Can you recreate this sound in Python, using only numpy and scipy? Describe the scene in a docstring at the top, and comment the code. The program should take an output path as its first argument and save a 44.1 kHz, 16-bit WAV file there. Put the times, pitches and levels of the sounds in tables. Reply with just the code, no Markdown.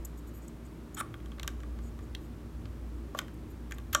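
"""Over a low machine hum in a quiet room, a plastic keycap ticks and rubs as fingers turn it, close up.
It scrapes onto the stem of a keyboard switch with a thin squeak and is pushed home in small snaps.
The key is let up, touched again and tapped hard. Every contact briefly rings cap, plate and case
and leaves a noisy crack; the rubs and the scrape are dense tiny slips that ring the plastic."""
import sys
import numpy as np
from scipy import signal
from scipy.fft import rfft, irfft
from scipy.io import wavfile

SR = 44100
rng = np.random.default_rng(int(sys.argv[2]) if len(sys.argv) > 2 else 0)


def int16_out(signal):
    """Quantize to a 16-bit WAV file."""
    q = np.round(np.clip(np.atleast_2d(signal).T, -1, 1) * 32767)
    wavfile.write(sys.argv[1], SR, q.astype(np.int16))


N = 176400

# Fader rides for the machine hum, a higher hum that swells briefly, and the low rumble.
# Each row: time in seconds, level in dB.
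HUM_RIDE = [(0.0, -36), (0.02, -42.5), (0.96, -51), (1.05, -59), (1.27, -41), (1.41, -45.5), (1.66, -37.5),
            (2.51, -50), (2.54, -41.5), (2.63, -43), (2.99, -39), (3.06, -43), (3.15, -67), (3.2, -45.5),
            (3.95, -41.5), (4.0, -56)]
UPPER_HUM_RIDE = [(0, -69), (.35, -56), (.85, -65), (.98, -52), (1.14, -46), (1.25, -58), (4, -77)]
RUMBLE_RIDE = [(0, -69), (1.2, -65), (1.45, -47), (2.55, -49.5), (2.65, -40), (2.75, -50.5), (3.1, -52),
               (3.7, -49.5), (4.0, -42.5)]
HUM_HZ, UPPER_HUM_HZ, RUMBLE_HZ = 58.87, 113.1, 72.4
# The room's narrow drones. Each row: pitch in Hz, level in dB before filtering, t60 in seconds.
DRONE_BANDS = [(112.5, -62.5, 0.28), (133.3, -63.5, 0.37), (164.4, -60, 0.25), (229.7, -54, 0.26),
               (298, -57, 0.31), (335.3, -58, 0.79), (396.4, -63, 0.15)]
# Their slow swell. Each row: time in seconds, gain in dB.
DRONE_RIDE = [(0, -2), (1, -0.5), (2, 0), (3, 1), (4, -0.5)]
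# EQ curve of the room's air. Each row: frequency in Hz, relative level in dB.
AIR_EQ = [(25, -20), (40, -5), (90, -6.5), (160, -7.5), (200, -14), (290, -9.5), (450, -17), (620, -21),
          (760, -24.5), (1150, -24), (1520, -28.5), (2500, -34), (5000, -40.5), (9000, -43), (10500, -45),
          (12000, -43.5), (16000, -48)]
# The reverb tail. Each row: octave centre in Hz, level in dB, t60 in seconds.
REVERB_BANDS = [(570, -24, 0.32), (1050, -25.5, 0.23), (2200, -26, 0.35), (4360, -26.5, 0.27),
                (7500, -26, 0.21), (14000, -23, 0.15)]
# Slaps off nearby surfaces. Each row: delay in seconds, level in dB.
EARLY_ECHOES = [(0.014, -28), (.027, -33)]
AIR_DB, PREDELAY_S, CUTOFF_HZ = -50, .008, 15900

# Fingertips rubbing the loose cap, and the stem sliding in its housing.
# Each row: start in seconds, level in dB, length in seconds, treble shelf above 10 kHz in dB.
FINGER_RUBS = [(.047, -42.5, 0.013, -4), (.479, -48, 0.0073, -8), (.9445, -44, 0.0077, -3),
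               (.17, -60, 0.032, -3.5), (.265, -64.5, .04, 1), (.33, -70, 0.072, 13),
               (.415, -61.5, 0.046, -10), (.645, -60.5, .03, -10), (1.81, -63.5, 0.095, -12),
               (2.02, -68, .03, -9), (2.2, -72, 0.077, 5), (3.341, -62.5, 0.0047, 5),
               (3.495, -72, 0.034, 12.5), (3.737, -60, 0.017, -4)]
STEM_SLIDES = [(3.152, -62, 0.032, -4), (3.172, -52, 0.027, 2), (3.9278, -40, 0.019, -3)]
# Rides for the cap scraping over the stem and its squeak as the pressure peaks.
# Each row: time in seconds, level in dB.
SCRAPE_RIDE = [(.965, -64), (.971, -41.5), (.983, -40.5), (.989, -40), (.996, -42), (1.008, -34),
               (1.012, -40), (1.017, -72)]
SQUEAK_RIDE = [(.965, -75), (.983, -55), (.988, -48), (1.0, -41), (1.008, -39.5), (1.015, -79)]
# Resonances that colour the loose cap, the stem, the scrape and the squeak.
# Each row: pitch in Hz, relative level in dB, t60 in seconds.
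CAP_TONES = [(6950, 2, 0.0098), (7920, -2, 0.025), (8300, -2.5, 0.0059), (11650, -2.5, 0.016),
             (12240, -1, 0.015), (14200, -3, 0.0046)]
STEM_TONES = [(1250, -7, 0.025), (1710, -5, 0.017), (3080, -1, 0.0022), (6750, -4, 0.0031),
              (12800, -4, .002)]
SCRAPE_TONES = [(876, -7, 0.038), (1313, 4, 0.02), (1540, -0.5, .012), (1760, -4, 0.02), (2310, -6.5, .014),
                (3150, -4.5, 0.01), (3740, -5, 0.006), (5530, -12, .009), (6900, -8.5, 0.004),
                (7900, -5.5, 0.0077), (12700, -11, .0015)]
SQUEAK_TONES = [(9300, -0.5, 0.005), (9460, 0, 0.0072), (9730, -7, 0.0067)]
SLIPS_PER_S, SLIP_SPREAD_DB = 4000, 2.5

# Hits of cap, stem and case. Each row: start in seconds, five EQ gains in dB (thud, clack, snap, tick,
# fizz), ringing share from 0 to 1 (less under a gripping finger).
HITS = [(1.0006, -49, -63, -70, -54, -43, 0.17), (1.0092, -38, -41.5, -69, -67, -63, 0.27),
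        (1.141, -50.5, -55, -55.5, -77, -58, 0.22), (1.2023, -59, -64, -69, -81, -80, 0.36),
        (1.259, -59, -69, -63, -68, -65, 0.45), (1.318, -59, -65, -60.5, -73, -76, 0.54),
        (1.3835, -54.5, -60, -68, -73, -80, 0.1), (1.3966, -51, -52, -46, -53, -52, 0.16),
        (1.431, -57, -53, -45.5, -53, -48.5, 0.47), (1.4448, -48.5, -69, -67, -70, -70, 0.33),
        (1.477, -47, -41.5, -40, -41.5, -41, 0.48), (1.603, -67, -65, -66, -66, -80, .6),
        (1.633, -52, -60, -65, -69, -74, .5), (1.7887, -58, -62.5, -70, -68, -80, 0.4),
        (1.9899, -59, -66, -68, -71, -69, 0.55), (2.1497, -71, -56.5, -40.5, -56.5, -57, 0.22),
        (2.6558, -59, -68, -54.5, -76, -80, 0.2), (3.1481, -35.5, -77, -62, -65, -57, 0.25),
        (3.1888, -36.5, -39.5, -35, -41.5, -41, 0.35), (3.2155, -52, -57, -72, -61, -60, 0.1),
        (3.2815, -63, -60, -65, -69, -65, 0.24), (3.71, -56, -53, -59, -62, -55, 0.67),
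        (3.7209, -77, -39, -55.5, -50.5, -56, .5), (3.7835, -56, -57, -58, -66, -58, .6),
        (3.7992, -61, -67, -69, -72, -74, 0.2), (3.931, -67, -42, -58, -50, -35, 0.4),
        (3.9382, -56, -48, -64, -62, -56, 0.3), (3.9482, -28.5, -30, -31.5, -28.5, -34.5, 0.78)]
# The centres of thud, clack, snap, tick and fizz in Hz.
HIT_EQ_HZ = [1150, 1650, 3300, 6800, 13000]
# The ring of cap, plate and case. Each row: pitch in Hz, relative level in dB, undamped t60 in seconds.
BODY_MODES = [(590, -8, 0.039), (1154.4, -0.5, 0.053), (1410, -2.5, 0.03), (1588, -1, 0.053),
              (1793, -7.5, 0.042), (2690, -20.5, 0.017), (3230, 0.5, 0.022), (3680, -8, 0.011),
              (5830, -3, 0.0058), (6745, -5, 0.021), (7330, -1, 0.0056), (11100, -8.5, 0.011),
              (12100, -7.5, .012), (13840, -10, 0.0059)]
# The noisy crack of a hit. Each row: octave centre in Hz, relative level in dB, undamped t60 in seconds.
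CRACK_BANDS = [(605, -16.5, 0.062), (1175, -5.5, 0.063), (1890, -1, .035), (3110, -2, 0.042),
               (4550, -10, 0.03), (7020, -7, 0.041), (13500, -14, 0.022)]
CHATTER_S, CHATTER_DB = 0.00083, -12   # the faces rattle as they meet
REBOUND_S, REBOUND_DB = .0019, -7.5
MODE_SPREAD_DB, ATTACK_CYCLES, CRACK_EDGE_DB = 1.0, 3.3, -4.5
GRIP_DAMPING = 0.65   # share of the ring time that a full grip takes away
BASS_HZ, SOFT_BASS = 575, 0.15   # dull hits gain bass: dB of lift per dB of thud over clack


def from_db(db):
    return 10 ** (np.asarray(db) / 20)


def rms_one(x):
    return x / np.sqrt(np.mean(x ** 2) + 1e-20)


def unit_energy(x):
    return x / np.sqrt(np.sum(x ** 2) + 1e-20)


def fader(ride):
    """Gain over time from points in seconds and dB."""
    return from_db(np.interp(np.arange(N) / SR, *np.transpose(ride)))


def add(out, start_s, x):
    """Mix x in at its cue."""
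    i = max(int(start_s * SR), 0)
    out[i:i + len(x)] += x[:max(N - i, 0)]


def ring(x, hz, t60):
    """One damped resonance, falling 60 dB in t60 seconds."""
    radius, angle = from_db(-60 / (t60 * SR)), 2 * np.pi * hz / SR
    return signal.lfilter([1, 0, -1], [1, -2 * radius * np.cos(angle), radius * radius], x + 1e-18)


def octave(x, hz):
    """An octave band around hz."""
    edges = [hz / np.sqrt(2), min(hz * np.sqrt(2), .45 * SR)]
    return signal.sosfilt(signal.butter(2, edges, "band", fs=SR, output="sos"), x)


def dying_noise(hz, t60, size, edge=0):
    """An octave of noise that dies away, led by a click of strength edge."""
    decay = from_db(-60 * np.arange(size) / SR / t60)
    scatter = unit_energy(rng.standard_normal(size) * decay)
    scatter[0] += edge
    return unit_energy(octave(octave(scatter, hz), hz))


def machine_hum():
    """Two low tones and an octave of rumble, each wavering in level."""
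    t = np.arange(N) / SR
    hum = fader(HUM_RIDE) * np.sin(2 * np.pi * HUM_HZ * t)
    hum += fader(UPPER_HUM_RIDE) * np.sin(2 * np.pi * UPPER_HUM_HZ * t)
    rumble = rms_one(octave(rng.standard_normal(N + SR), RUMBLE_HZ)[SR:])
    return np.sqrt(2) * hum + fader(RUMBLE_RIDE) * rumble


def room_tone():
    """Noise rings the room's narrow drones over a soft, dark bed of air."""
    drone = sum(from_db(db) * rms_one(ring(rng.standard_normal(N + SR), hz, t60)[SR:])
                for hz, db, t60 in DRONE_BANDS)
    drone = signal.sosfilt(signal.butter(2, [55, 520], "band", fs=SR, output="sos"), drone)
    eq_hz, eq_db = np.transpose(AIR_EQ)
    bin_hz = np.arange(N // 2 + 1) * SR / N
    eq = from_db(np.interp(np.log(bin_hz + 1e-9), np.log(eq_hz), eq_db))
    air = irfft(rfft(rng.standard_normal(N)) * eq, N)
    air = signal.sosfilt(signal.butter(2, 28, "high", fs=SR, output="sos"), air)
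    return fader(DRONE_RIDE) * drone + from_db(AIR_DB) * rms_one(air)


def reverb(x):
    """The room answers with two early echoes and a faint short tail, duller as it dies."""
    tail = sum(from_db(db) * dying_noise(hz, t60, size=SR // 2) for hz, db, t60 in REVERB_BANDS)
    out = np.zeros(N)
    add(out, PREDELAY_S, signal.fftconvolve(x, tail)[:N])
    for delay_s, db in EARLY_ECHOES:
        add(out, delay_s, from_db(db) * x)
    return out


def friction(tones):
    """Dense, uneven slips ring the plastic into a steady grainy texture."""
    sizes = from_db(SLIP_SPREAD_DB * np.minimum(rng.exponential(1, N), 3))
    slips = sizes * rng.choice([-1, 1], N) * (rng.random(N) < SLIPS_PER_S / SR)
    return rms_one(sum(from_db(db) * rms_one(ring(slips, hz, t60)) * (-1) ** k
                       for k, (hz, db, t60) in enumerate(tones)))


def rubs(cues, tones, taper):
    """Short strokes of friction that swell and fade, each with its own brightness."""
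    out, rub = np.zeros(N), friction(tones)
    dull = signal.sosfiltfilt(signal.butter(2, 10000, fs=SR, output="sos"), rub)
    for start_s, db, length_s, treble_db in cues:
        pressure = np.zeros(N)
        add(pressure, start_s, from_db(db) * signal.windows.tukey(int(length_s * SR), taper))
        out += pressure * (dull + from_db(treble_db) * (rub - dull))
    return out


def scrape(ride, tones):
    """The cap drags over the stem in one unbroken stroke of friction."""
    t = np.arange(N) / SR
    gate = (t > ride[0][0]) & (t < ride[-1][0])
    return fader(ride) * friction(tones) * gate


def hit(eq_db, ringing):
    """A blow, its rattle and rebound ring the body, with a crack on top; a grip chokes both."""
    t = np.arange(SR // 8) / SR
    decay_scale = 1 - GRIP_DAMPING * (1 - ringing)
    force = from_db(CHATTER_DB) * rng.standard_normal(len(t)) * np.exp(-t / CHATTER_S)
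    force[0] += 1
    force[int(REBOUND_S * SR * rng.uniform(.85, 1.15))] += from_db(REBOUND_DB)
    thud_db, clack_db = eq_db[:2]
    bass_db = thud_db + SOFT_BASS * max(thud_db - clack_db, 0)

    def eq(hz):
        return from_db(np.interp(np.log(hz), np.log([BASS_HZ, *HIT_EQ_HZ]), [bass_db, *eq_db]))

    body, crack = np.zeros((2, len(t)))
    for k, (hz, db, t60) in enumerate(BODY_MODES):
        gain = eq(hz) * from_db(db + MODE_SPREAD_DB * rng.standard_normal())
        attack = 1 - np.exp(-t * hz / ATTACK_CYCLES)
        body += (-1) ** k * gain * unit_energy(attack * ring(force, hz, t60 * decay_scale))
    for k, (hz, db, t60) in enumerate(CRACK_BANDS):
        burst = dying_noise(hz, t60 * decay_scale, size=len(t), edge=from_db(CRACK_EDGE_DB))
        crack += (-1) ** k * eq(hz) * from_db(db) * burst
    blend = np.sqrt(ringing) * body + np.sqrt(1 - ringing) * crack
    return blend * np.sqrt(.016 * SR)   # unit energy becomes rms 1 over 16 ms


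def keycap():
    """The close foley: finger rubs, stem slides, scrape, squeak and every snap and tap."""
    out = rubs(FINGER_RUBS, CAP_TONES, taper=0.56) + rubs(STEM_SLIDES, STEM_TONES, taper=0.072)
    out += scrape(SCRAPE_RIDE, SCRAPE_TONES) + scrape(SQUEAK_RIDE, SQUEAK_TONES)
    for start_s, *eq_db, ringing in HITS:
        add(out, start_s, hit(eq_db, ringing))
    return out


def scene():
    """The mono mix: the key up front, reverb, hum and room tone behind."""
    key = keycap()
    return (key + reverb(key) + machine_hum() + room_tone())[None]


def record(dry):
    """A steep high cut takes off the very top."""
    return signal.sosfilt(signal.ellip(10, .2, 80, CUTOFF_HZ, fs=SR, output="sos"), dry)


dry = scene()
out = record(dry)
int16_out(out)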